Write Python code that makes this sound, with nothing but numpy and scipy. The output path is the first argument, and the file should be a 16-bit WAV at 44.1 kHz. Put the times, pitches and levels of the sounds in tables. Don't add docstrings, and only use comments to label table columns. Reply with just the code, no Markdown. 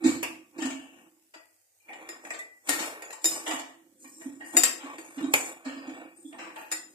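import sys
import numpy as np
from scipy import signal
from scipy.fft import rfft, irfft
from scipy.io import wavfile
from scipy.ndimage import uniform_filter1d, minimum_filter1d

SR = 44100
rng = np.random.default_rng(int(sys.argv[2]) if len(sys.argv) > 2 else 0)


def boost_factor(decibels):
    exponent = np.asarray(decibels, float) / 20
    return 10 ** exponent


def to_wav(sig):
    pcm = np.clip(np.atleast_2d(sig), -1, 1) * 32767
    pcm = np.round(pcm).astype(np.int16)
    wavfile.write(sys.argv[1], SR, pcm.T)


N = 306054

# pitch in Hz, level in dB, time to fall 60 dB in s.
SPOON_TONES = [(3316, -22, .3), (3735, -13, .25), (4440, -21, .25), (5087, -9, .4), (6290, -24, .2),
               (6800, -17, .2), (7160, -4, .3), (7600, -11, .2), (7806, -16, .3), (8400, -11, .2),
               (8920, -14, .2), (10030, -13, .35), (10660, -14, .27), (12900, -15, .17)]
# pitch in Hz, level in dB, time to fall 60 dB in s.
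WALL_TONES = [(667, -21, 5.0), (875, -16, 0.34), (1156, -14.5, 0.23), (1532, -21.5, 0.43),
              (1828, -13.5, 0.76), (2080, -48.5, 0.36), (2373, -60, 5.0), (2289, -18.5, 0.38),
              (2375, -26.5, 0.22), (2520, -21, 0.4), (2846, -9, 0.033), (3140, -31, 0.019)]
# pitch in Hz, level in dB, time to fall 60 dB in s.
RIM_TONES = [(1870, 16.5, 0.23), (2042, 0.5, 0.23), (2414, 7.5, 0.16), (2650, 3.5, 0.26)]
# pitch in Hz, level in dB, time to fall 60 dB in s.
BOWL_TONES = [(261, -6, 0.25), (273.2, -5.5, 0.38), (289.5, -1, 0.29), (320, 11, 0.23), (334, 4, 0.22),
              (515, -0.5, 0.11)]
# frequency in Hz, level in dB per Hz.
CRACK_COLOUR = [(180, -53), (300, -13.5), (737, -3.5), (1040, -10.5), (1930, -7.5), (3700, -14.5),
                (3950, -14.5), (7320, -6.5), (13100, -12), (16000, -30)]
# start in s, peak in dB, favoured pitch in Hz, push length in s.
PUSHES = [(0.045, -12.5, 299, 0.013), (0.056, -7.5, 273, 0.017), (0.109, -23, 275.6, 0.05),
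          (0.234, -33, 300, 0.011), (0.589, -25.5, 320, 0.0076), (0.619, -22, 284, 0.021),
          (0.642, -19.5, 253, 0.035), (0.776, -38, 270, 0.037), (1.358, -49, 310, 0.014),
          (2.084, -41.5, 358, 0.035), (2.68, -28, 288, 0.056), (2.755, -33, 315, 0.0052),
          (2.809, -27, 288, 0.0054), (3.246, -28.5, 339, 0.029), (3.472, -31, 311, 0.054),
          (3.535, -27.5, 277.5, 0.019), (4.045, -42.5, 270, 0.034), (4.258, -24, 271, 0.021),
          (4.411, -42, 287.5, 0.051), (4.544, -26, 277, 0.026), (4.57, -22.5, 338, 0.021),
          (4.652, -34, 277, 0.025), (4.833, -32, 281.6, 0.035), (4.987, -36.5, 374, 0.008),
          (5.092, -42.5, 310, 0.0065), (5.171, -25.5, 274, 0.029), (5.225, -19, 280, 0.044),
          (5.656, -24.5, 267.5, 0.036), (5.765, -30.5, 266, 0.024), (5.877, -26.5, 272.6, 0.024),
          (5.914, -44.5, 274, 0.014), (6.244, -33, 289.3, 0.039), (6.697, -43.5, 320, 0.076)]


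def evened(x):
    return x / np.sqrt(np.mean(x ** 2) + 1e-20)


def read(points, hz):
    f, value = np.transpose(points)
    return np.interp(np.log(hz + 1), np.log(f + 1), value)


def add(mix, s, sound):
    part = mix[..., round(s * SR):][..., :sound.shape[-1]]
    part += sound[..., :part.shape[-1]]


def coloured(x, spectrum):
    hz = np.fft.rfftfreq(x.shape[-1], 1 / SR)
    return evened(irfft(rfft(x) * boost_factor(read(spectrum, hz)), x.shape[-1]))


def sides(pan_db):
    return boost_factor(np.array([.5 * pan_db, -.5 * pan_db]))


def place(s):
    # time in s, left minus right in dB.
    path = [(0, 3.5), (1.1, 8.5), (1.6, 5), (2.5, 5), (3.6, 4), (4.2, 2), (4.55, 8), (4.62, 8), (4.7, 5),
            (5.2, 3), (6.94, 5.5)]
    return sides(np.interp(s, *np.transpose(path)))


def rings(modes, longest, length=.5):
    hz, db, t60 = np.transpose(modes)[:, :, None]
    t = np.arange(round(length * SR)) / SR
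    return boost_factor(db - 60 * t / np.clip(t60, .02, longest)) * np.sin(2 * np.pi * hz * t)


def struck(ring, draw, spread_db):
    strength = boost_factor(spread_db * draw) * np.sign(draw[::-1, ::-1])
    sound = strength @ ring
    return sound / abs(sound).max()


def noise_burst(t, envelope, treble):
    burst = rng.standard_normal((2, len(t)))
    spot_db = 3.2 * evened(uniform_filter1d(rng.standard_normal(len(t) // 2 + 1), size=70))
    burst = irfft(rfft(burst + 0.13 * burst[::-1]) * boost_factor(spot_db), len(t))
    low = signal.lfilter(*signal.butter(4, 3300, fs=SR), coloured(burst, CRACK_COLOUR) * envelope)
    high = signal.lfilter(*signal.butter(3, 3500, "high", fs=SR), coloured(burst, treble) * envelope)
    return low / abs(low).max(), high / abs(high).max()


def patchy(x, depth_db):
    z = signal.stft(x, SR, nperseg=512)[2]
    patches = uniform_filter1d(rng.standard_normal(z.shape[1:]), size=3, axis=0)
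    patches = evened(uniform_filter1d(patches, size=22, axis=1))
    return evened(signal.istft(z * boost_factor(depth_db * patches), SR, nperseg=512)[1][:, :N])


def bowl_only(x):
    return signal.sosfilt(signal.butter(2, 215, "high", fs=SR, output="sos"), x)


def knocks():
    # start in s, peak in dB, wall share in dB,
    # loudest low line in Hz, loudest high line in Hz.
    blows = [(2.0888, -34, 2, 5080, 7240), (2.25, -42.5, 6.5, 2650, 6950), (2.3045, -33, 7, 2160, 7840),
             (2.3898, -38, -2, 1870, 7840), (2.6909, -13.5, -24, 4600, 8750), (2.826, -31, -3, 2880, 7230),
             (2.8568, -31, -25, 2730, 9280), (3.021, -34.5, -2, 2200, 7100), (3.105, -38, 1.5, 1890, 6780),
             (3.2175, -45, -6.5, 3600, 7850), (3.242, -14, -17, 5080, 7154), (3.255, -9, -23, 5087, 7154),
             (4.567, -8, -14, 2011, 6950), (4.575, -11.5, -17.5, 1870, 8366), (4.6338, -6, -11, 1873, 7622),
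             (4.652, -22, -5.5, 2650, 8924), (4.9819, -41.5, 5, 4540, 8040),
             (6.7152, -20, -10.5, 5070, 7160), (6.723, -22.5, -5, 1930, 8300),
             (3.127, -36, -12, 2330, 7500)]
    grip_t60_s = 0.091
    wall, spoon = rings(WALL_TONES + RIM_TONES, 0.53), rings(SPOON_TONES, 0.91)
    coated = rings(np.multiply(SPOON_TONES, [.9935, 1, 1]), 0.91)
    out = np.zeros((2, N))
    t = np.arange(wall.shape[1]) / SR
    gaps = abs(np.diff([row[0] for row in blows], append=10))
    for (s, db, wall_db, low_hz, high_hz), gap in zip(blows, gaps):
        draw = rng.standard_normal((2, 60))
        crack_fall = boost_factor(-60 * t / 0.024) + boost_factor(-4.0 - 60 * t / 0.092)
        low, high = noise_burst(t, crack_fall, CRACK_COLOUR)
        choke = 0.66 * boost_factor(-60 * t / grip_t60_s - 3200 * np.maximum(t - gap, 0))
        clank = 1.07 * low + 1.73 * choke * boost_factor(-300 * t) * struck(wall, draw[:, -len(wall):], 7.2)
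        high_line = boost_factor(-250 * t) * 0.61 * np.sin(2 * np.pi * high_hz * t)
        low_line = .5 * boost_factor(0.57 * wall_db - 960 * t) * np.sin(2 * np.pi * low_hz * t)
        is_coated = 4.5 < s < 5.5
        ring = struck(coated if is_coated else spoon, draw[:, :len(spoon)], 3.5)
        chink = 0.9 * high + choke * (0.83 * ring + high_line + low_line)
        blow = (boost_factor(wall_db) * clank + chink) * np.minimum(t / 0.0017, 1)
        add(out, s, boost_factor(db + 1.5) * place(s)[:, None] * blow)
    return out


def slaps():
    # start in s, peak in dB, crack fall time (60 dB) in s,
    # rattle level in dB, rattle fall time (60 dB) in s.
    flat_hits = [
        (0.228, -16, 0.053, -9, 0.35),
        (2.691, -14.5, 0.024, -3.5, 0.42),
        (5.3367, -1, 0.012, -7, 0.19),
        (3.243, -21, 0.082, -9.5, 0.3),
        (4.567, -13, 0.055, -8.5, 0.19),
        (4.633, -18, 0.06, -12.5, 0.19),
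        (6.714, -25, 0.06, -16, 0.25),
        (2.672, -30, 0.3, -10, 0.2),
    ]
    # frequency in Hz, level in dB per Hz.
    slap_colour = [(240, -21.5), (400, -7), (2060, -9.5), (2320, -1), (3970, -17.5), (7100, -13.5),
                   (11000, -13), (15500, -26.5)]
    t, out = np.arange(SR // 2) / SR, np.zeros((2, N))
    for s, db, crack_t60, rattle_db, rattle_t60 in flat_hits:
        burst = rng.standard_normal((2, len(t)))
        noise = coloured(burst + .5 * burst[::-1], slap_colour)
        crack = boost_factor(-60 * np.maximum(t - .004, 0) / crack_t60)
        rattle = boost_factor(rattle_db - 60 * t / rattle_t60)
        rise = np.minimum(t / 0.0013, 1)
        add(out, s, boost_factor(db - 13.5) * place(s)[:, None] * noise * (crack + rattle) * rise)
    return out


def thumps():
    ring, out = rings(BOWL_TONES, 1.2, length=0.67), np.zeros(N)
    for s, db, hz, length in PUSHES:
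        near = boost_factor(-((np.transpose(BOWL_TONES)[0] - hz) / 14) ** 2 + 18.0)
        samples = max(round(length * SR), 8)
        push = np.hanning(samples) * np.sin(2 * np.pi * hz * np.arange(samples) / SR)
        boom = signal.oaconvolve((near + 0.05) @ ring, push)
        add(out, max(s - .006, 0), boost_factor(db - 2.0) * boom / abs(boom).max())
    return out * sides(1.7)[:, None]


def bumps():
    # start in s, peak in dB, treble share in dB, time to fall 60 dB in s.
    dull_hits = [(0.039, -26.5, -8.5, 0.21), (0.056, -30, -3, 0.32), (0.234, -28, -11, 0.094),
                 (0.58, -35, -14, 0.36), (0.618, -27.5, -12.5, 0.15), (0.653, -28, -9.5, 0.071),
                 (0.699, -30, -14, 0.13), (1.338, -38.5, -19.5, 0.12), (1.885, -46.5, -33, 0.17),
                 (1.929, -37.5, -27, 0.06), (2.336, -31.5, -16, 0.11), (2.686, -21.5, -7, 0.27),
                 (2.789, -26, -8.5, 0.3), (3.128, -34, -11, 0.036), (3.309, -34, -9.5, 0.49),
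                 (3.462, -22.5, -20.5, 0.45), (3.509, -23, -16, 0.057), (3.59, -32, -8.5, 0.066),
                 (4.042, -46.5, -26, 0.1), (4.213, -40, -21, 0.055), (4.402, -39.5, -40, 0.46),
                 (4.837, -41, -15, 0.2), (5.178, -33.5, -22, 0.16), (5.238, -38.5, -14.5, 0.14),
                 (5.648, -33, -18, 0.53), (5.89, -39.5, -22, 0.086), (6.327, -37.5, -53, 0.051),
                 (6.383, -32, -22.5, 0.48), (6.559, -33, -41, 0.43)]
    # frequency in Hz, level in dB per Hz.
    bump_treble = [(2350, -15.5), (4000, -14), (6000, -13), (7480, -5.5), (10700, -30), (11800, -24),
                   (15500, -37.5), (16000, -52.5)]
    rise_s = .007
    wall, out = rings(WALL_TONES, 0.071, length=0.016), np.zeros((2, N))
    t = np.arange(SR // 2) / SR
    for s, db, treble_db, t60 in dull_hits:
        draw = rng.standard_normal((2, 30))
        swell = (1 - np.exp(-(t / rise_s) ** 2)) * boost_factor(-60 * t / max(t60, .02))
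        low, high = noise_burst(t, swell, bump_treble)
        body = struck(wall, draw[:, :len(wall)], 7.6)
        rung = signal.oaconvolve(low, body, axes=1)[:, :len(t)]
        thud = .5 * low + 0.41 * rung / abs(rung).max() + boost_factor(treble_db + 5.5) * high
        add(out, max(s - .5 * rise_s, 0), boost_factor(db + 3.5) * place(s)[:, None] * thud)
    return out


def pressure(layer):
    # start in s, length in s, pressure as wall level in dB,
    # bowl share in dB, fizz share in dB.
    strokes = [(0.051, 0.036, -35.5, 7, -14.5), (0.565, 0.11, -55.5, 8.5, -23), (0.6, 0.14, -58, -13, -2),
               (0.06, 0.08, -60, -13, 11), (0.7, 0.17, -58, -13, -11), (0.938, 0.085, -59.5, 4.5, -10.5),
               (1.896, 0.23, -51, -8, -14), (2.252, 0.044, -50, -5, -6), (2.683, 0.015, -53, 0, 6.5),
               (2.696, 0.18, -40.5, -12, -8), (2.94, 0.16, -48, -18, -27), (3.258, 0.14, -46.5, -3, 3.5),
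               (3.479, 0.057, -41.5, -11, 3), (3.727, 0.34, -85.5, 24, 0.5), (4.013, 0.24, -75, 14.5, 21),
               (4.21, 0.1, -59, 5, 0), (4.7, 0.32, -61, 5, 0), (4.3, 0.3, -72, 16, 8),
               (4.553, 0.014, -40, 2, -10), (4.815, 0.1, -45, -17, -17), (4.988, 0.18, -56.5, -31, 1),
               (5.203, 0.052, -45.5, 8, -10), (5.345, 0.13, -44, -8, 2.5), (5.664, 0.19, -46.5, -7, -31),
               (5.873, 0.15, -47.5, -2, -18), (6.165, 0.13, -84, 27, 22), (6.345, 0.17, -52.5, 0, -23),
               (6.564, 0.092, -61, -2, 1.5), (4.468, 0.092, -58, -12, 7.5),
               (6.794, 0.17, -81.5, 22.5, 15.5)]
    press_db_per_s, lift_db_per_s = 495, (84, 110, 173)[layer]
    t = np.arange(0, N, 64) / SR
    s, length, db, bowl_db, fizz_db = np.transpose(strokes)[:, :, None]
    press_db = -press_db_per_s * np.maximum(s - t, 0)
    lift_db = -lift_db_per_s * np.maximum(t - s - length, 0)
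    share_db = (bowl_db, 0, fizz_db)[layer]
    gain = np.sqrt((boost_factor(db + share_db + press_db + lift_db) ** 2).sum(0))
    return np.interp(np.arange(N) / SR, t, gain)


def rubbing():
    # frequency in Hz, level in dB per Hz.
    wall_colour = [(220, -42), (380, 4), (750, 8), (1630, -1), (1800, -0.5), (2110, -16.5), (2240, 7.5),
                   (2950, -10), (3320, -5), (4000, -13), (5200, -30.5), (8800, -120)]
    # frequency in Hz, level in dB per Hz.
    fizz_colour = [(2060, -59.5), (3500, -23), (3920, -12.5), (5780, 8), (7600, 14), (8580, 16.5),
                   (8910, 10), (11300, 10), (12600, -2), (14400, 1.5), (16000, -18.5)]
    clumps = boost_factor(2.4 * evened(uniform_filter1d(rng.standard_normal(N), 400)))
    sizes = boost_factor(1.7 * np.minimum(rng.exponential(1, (2, N)), 4))
    slips = clumps * sizes * np.sign(rng.random((2, N)) - .5) * (rng.random((2, N)) < .2)
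    slips = evened(slips + .5 * slips[::-1])

    def through(modes, longest):
        ring = rings(modes, longest).sum(0)[None]
        return evened(signal.oaconvolve(slips, ring, axes=1)[:, :N])

    bowl = bowl_only(through(BOWL_TONES, .6).mean(0)) * sides(-0.34)[:, None]
    wall = patchy(coloured(slips, wall_colour) + .4 * through(WALL_TONES, .3), 3)
    wall = wall + boost_factor(-12) * through(RIM_TONES, .3)
    fizz = patchy(coloured(slips, fizz_colour) + 0.6 * through(SPOON_TONES[5:], 0.08), 4)
    at_spoon = pressure(layer=1) * wall + boost_factor(0.5) * pressure(layer=2) * fizz
    return pressure(layer=0) * bowl + place(np.arange(N) / SR) * at_spoon


def singing():
    # start in s, level in dB,
    # pitch in Hz, width in Hz, time to fall 60 dB in s.
    resonances = [(0.227, -34.5, 2665, 337, 0.41), (0.601, -42.5, 2960, 396, 1),
                  (2.39, -35, 1977, 30, 0.32), (2.723, -32.5, 1870, 39.6, 0.33),
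                  (3.243, -33, 5085, 40, .45), (4.407, -40.5, 1870, 68.8, 0.52),
                  (6.721, -37, 1970, 40.4, 0.34), (1.882, -47, 2306, 296, 0.82),
                  (4.634, -33, 2650, 313, 0.32), (5.338, -15, 2390, 300, 0.065),
                  (5.339, -30, 7080, 199, 0.41), (3.244, -39, 3746, 35, 0.24),
                  (3.244, -45, 4463, 30, .25), (3.256, -25, 7163, 45, 0.16),
                  (3.255, -39, 10035, 30, .35), (3.255, -44, 10660, 30, .27),
                  (3.255, -37, 12990, 40, 0.22), (4.566, -10, 7116, 30, .16), (4.567, -34, 3725, 25, .3),
                  (4.568, -35, 5050, 30, 0.34), (4.572, -32, 12620, 60, .14),
                  (4.634, -33, 7600, 60, 0.14), (6.716, -34, 7160, 25, 0.38),
                  (6.716, -44, 5087, 25, 0.4), (6.716, -50, 4382, 30, .3), (6.716, -45, 5809, 40, .1),
                  (2.09, -50, 5090, 30, 0.32), (2.09, -47, 7160, 30, 0.34), (1.89, -48, 800, 119, 0.86),
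                  (1.901, -47, 1900, 80, .5), (6.575, -58, 12850, 200, 0.7),
                  (5.679, -50, 2900, 497, 0.85), (6.4, -46, 2600, 400, 0.54),
                  (0.62, -48, 1770, 50, 0.71), (3.469, -38, 1950, 80, 0.59), (1.8, -66, 2400, 60, 2),
                  (2.305, -46, 7530, 60, .5), (3.27, -43, 11500, 3500, .6), (0.06, -46, 5200, 2500, .4),
                  (0.63, -50, 4800, 2500, .45),
                  (0.645, -46, 2950, 90, .4), (1.337, -58, 2600, 300, .4), (1.337, -53, 1950, 50, .5),
                  (1.93, -58, 7300, 40, .4), (1.89, -52, 2400, 70, .7), (2.305, -40, 1870, 90, .2),
                  (2.39, -48, 3600, 200, .12), (2.49, -52, 1970, 40, .4), (3.045, -48, 7000, 500, .3),
                  (3.245, -38, 520, 140, .2), (4.045, -55, 2400, 100, .3), (4.045, -55, 1850, 80, .3),
                  (4.12, -59, 5500, 100, .6), (4.21, -50, 1900, 80, .4), (4.566, -25, 715, 60, .15),
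                  (4.634, -34, 4250, 300, .15), (5.655, -50, 4250, 500, .4), (5.77, -59, 4900, 90, .9),
                  (5.87, -50, 6900, 100, .25), (5.94, -58, 7900, 120, .4), (6.16, -56, 8500, 90, 1.5),
                  (6.25, -58, 3450, 150, .5), (6.39, -52, 1950, 70, .6), (6.39, -54, 2400, 70, .6),
                  (0.6, -49, 7500, 1300, .6), (0.655, -47, 7400, 1300, .5), (5.3368, -19, 720, 400, .035),
                  (2.701, -30, 7600, 2000, .06), (2.714, -33, 7000, 1500, .06), (2.092, -50, 1840, 40, .5),
                  (3.126, -48, 7480, 90, .6), (4.565, -24, 2050, 300, .08), (6.716, -38, 2350, 250, .15),
                  (6.559, -44, 2600, 1800, .06), (2.385, -46, 7600, 2500, .15), (0.06, -46, 3750, 200, .3),
                  (4.8, -51, 2800, 1400, .9), (5.225, -52, 3800, 120, .6), (2.72, -41, 12000, 3500, .8),
                  (1.338, -58, 4800, 80, .4)]
    steady_hz, sag_per_s = 50, 1
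    t, out = np.arange(SR // 2) / SR, np.zeros((2, N))
    for s, db, hz, width, t60 in resonances:
        wander = rng.standard_normal((2, 2, len(t)))
        slow = evened(signal.lfilter(*signal.butter(2, .5 * width, fs=SR), wander)) + steady_hz / width
        turn = np.exp(2j * np.pi * np.cumsum(hz - sag_per_s * width * t) / SR)
        tone = evened(((slow[0] + 1j * slow[1]) * turn).real)
        fade = boost_factor(db - 60 * t / t60) * np.minimum(t / 0.0037, 1)
        add(out, s, fade * place(s)[:, None] * tone)
    return out


def shudder():
    t, force = np.arange(SR // 2) / SR, np.zeros(N)
    for s, db, _, _ in PUSHES:
        add(force, s, boost_factor(db - 43 - 60 * t / 0.68) * np.minimum(t / 0.016, 1))
    rumble = signal.lfilter(*signal.butter(1, [70, 160], "band", fs=SR), rng.standard_normal(N))
    return force * evened(rumble)


def sizzle():
    # frequency in Hz, level in dB per Hz.
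    hiss_colour = [(18, -47), (30, -41.5), (98, 4.5), (215, -32), (280, -6.5), (684, -0.5), (1010, -13.5),
                   (2120, -4.5), (3870, -11), (8080, 2.5), (10800, -4.5), (14000, -1.5), (16000, -10)]
    hiss_db, hum_db, hum_hz = -71.5, -90.5, 95
    waver = evened(uniform_filter1d(rng.standard_normal(N), 3000))
    hum_phase = 2 * np.pi * hum_hz * np.arange(N) / SR + 0.53 * waver[::-1]
    hum = boost_factor(hum_db - 4.5 + 4.0 * waver) * np.sin(hum_phase)
    pop_sizes = boost_factor(4.0 * np.minimum(rng.exponential(1, (2, N)), 4))
    pops = pop_sizes * (rng.random((2, N)) < .03) * rng.standard_normal((2, N))
    frying = coloured(rng.standard_normal((2, N)) + .6 * evened(pops), hiss_colour)
    return boost_factor(hiss_db + 3.0) * patchy(frying, 2.6) + hum


def kitchen(x):
    # frequency in Hz, time to fall 60 dB in s.
    room_fade = [(100, 0.25), (300, 0.56), (1700, 0.43), (4600, 0.39), (12000, 0.28)]
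    taps = np.zeros((2, SR))
    at = np.arange(200, SR - 20, 20) + rng.integers(0, 20, (2, (SR - 201) // 20))
    np.put_along_axis(taps, at, rng.choice([-1., 1.], at.shape), 1)
    hz, t, z = signal.stft(taps, SR, nperseg=256)
    fade = boost_factor(-60 * t / read(room_fade, hz)[:, None] - 50 * t ** 2)
    tail = signal.istft(z * fade, SR, nperseg=256)[1]
    return signal.fftconvolve(x, tail / np.linalg.norm(tail[0]), axes=1)[:, :N]


def scene():
    hits = knocks() + bumps()
    booms = bowl_only(thumps())
    flat = slaps()
    boom_echo = kitchen(booms)
    mix = hits + flat + boost_factor(-2.5) * kitchen(hits + boost_factor(-6.5) * flat)
    mix = mix + booms + boost_factor(-17.0) * (boom_echo + 2.3 * boom_echo.mean(0))
    return mix + rubbing() + sizzle() + singing() + shudder()


def masked(x, under_db, range_db, top_hz):
    start = 286
    hz, t, z = signal.stft(x[:, start:], SR, nperseg=2048)
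    power = (abs(z[:, :1024]) ** 2).mean(0).reshape(128, 8, -1).mean(1)
    level_db = 10 * np.log10(power + 1e-20)
    around_db = uniform_filter1d(level_db, 21, 0, mode="nearest")
    low = level_db < around_db - under_db
    dip = low & (level_db <= minimum_filter1d(level_db, 3, 0))
    dip = dip | low & np.roll(dip, 1, axis=0)
    in_range = level_db > level_db.max(0) - range_db
    keep = ~dip & in_range | (np.arange(128)[:, None] < 13)
    gain = np.vstack([np.repeat(np.where(keep, 1, .02), 8, 0), 0 * t]) * (hz[:, None] < top_hz)

    def back(g):
        return np.hstack([.5 * x[:, :start], signal.istft(z * g, SR, nperseg=2048)[1]])[:, :N]

    top = back(((hz >= top_hz) & (hz < 16400))[:, None])
    treble = uniform_filter1d((np.diff(x, prepend=0) ** 2).sum(0), 200)
    attack = uniform_filter1d(1. * (treble > 60 * np.roll(treble, 500)), 200)
    return back(gain) + attack * top


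def roll_off(x):
    return signal.sosfilt(signal.butter(12, 16630, fs=SR, output="sos"), x)


def record(dry):
    # frequency in Hz, left minus right in dB.
    port_balance = [(60, 1.5), (130, -0.5), (290, -2.5), (640, -2.5), (1410, -1.5), (3100, -2),
                    (6820, -0.5), (15000, 0)]
    left_lag_s = 0.0002405
    hz = np.fft.rfftfreq(N, 1 / SR)
    lag = left_lag_s * hz / (1 + (500 / (hz + 1)) ** 2)
    turn = np.exp(-1j * np.pi * np.outer([1, -1], lag))
    bass_cut = 1 / np.sqrt(1 + (90 / (hz + 1)) ** 4)
    ports = irfft(rfft(dry) * sides(2.18 * read(port_balance, hz)) * turn * bass_cut, N)
    ports = .85 * np.tanh(ports / .85)
    return roll_off(masked(ports, under_db=2.5, range_db=47, top_hz=15250))


dry = scene()
out = record(dry)
to_wav(out)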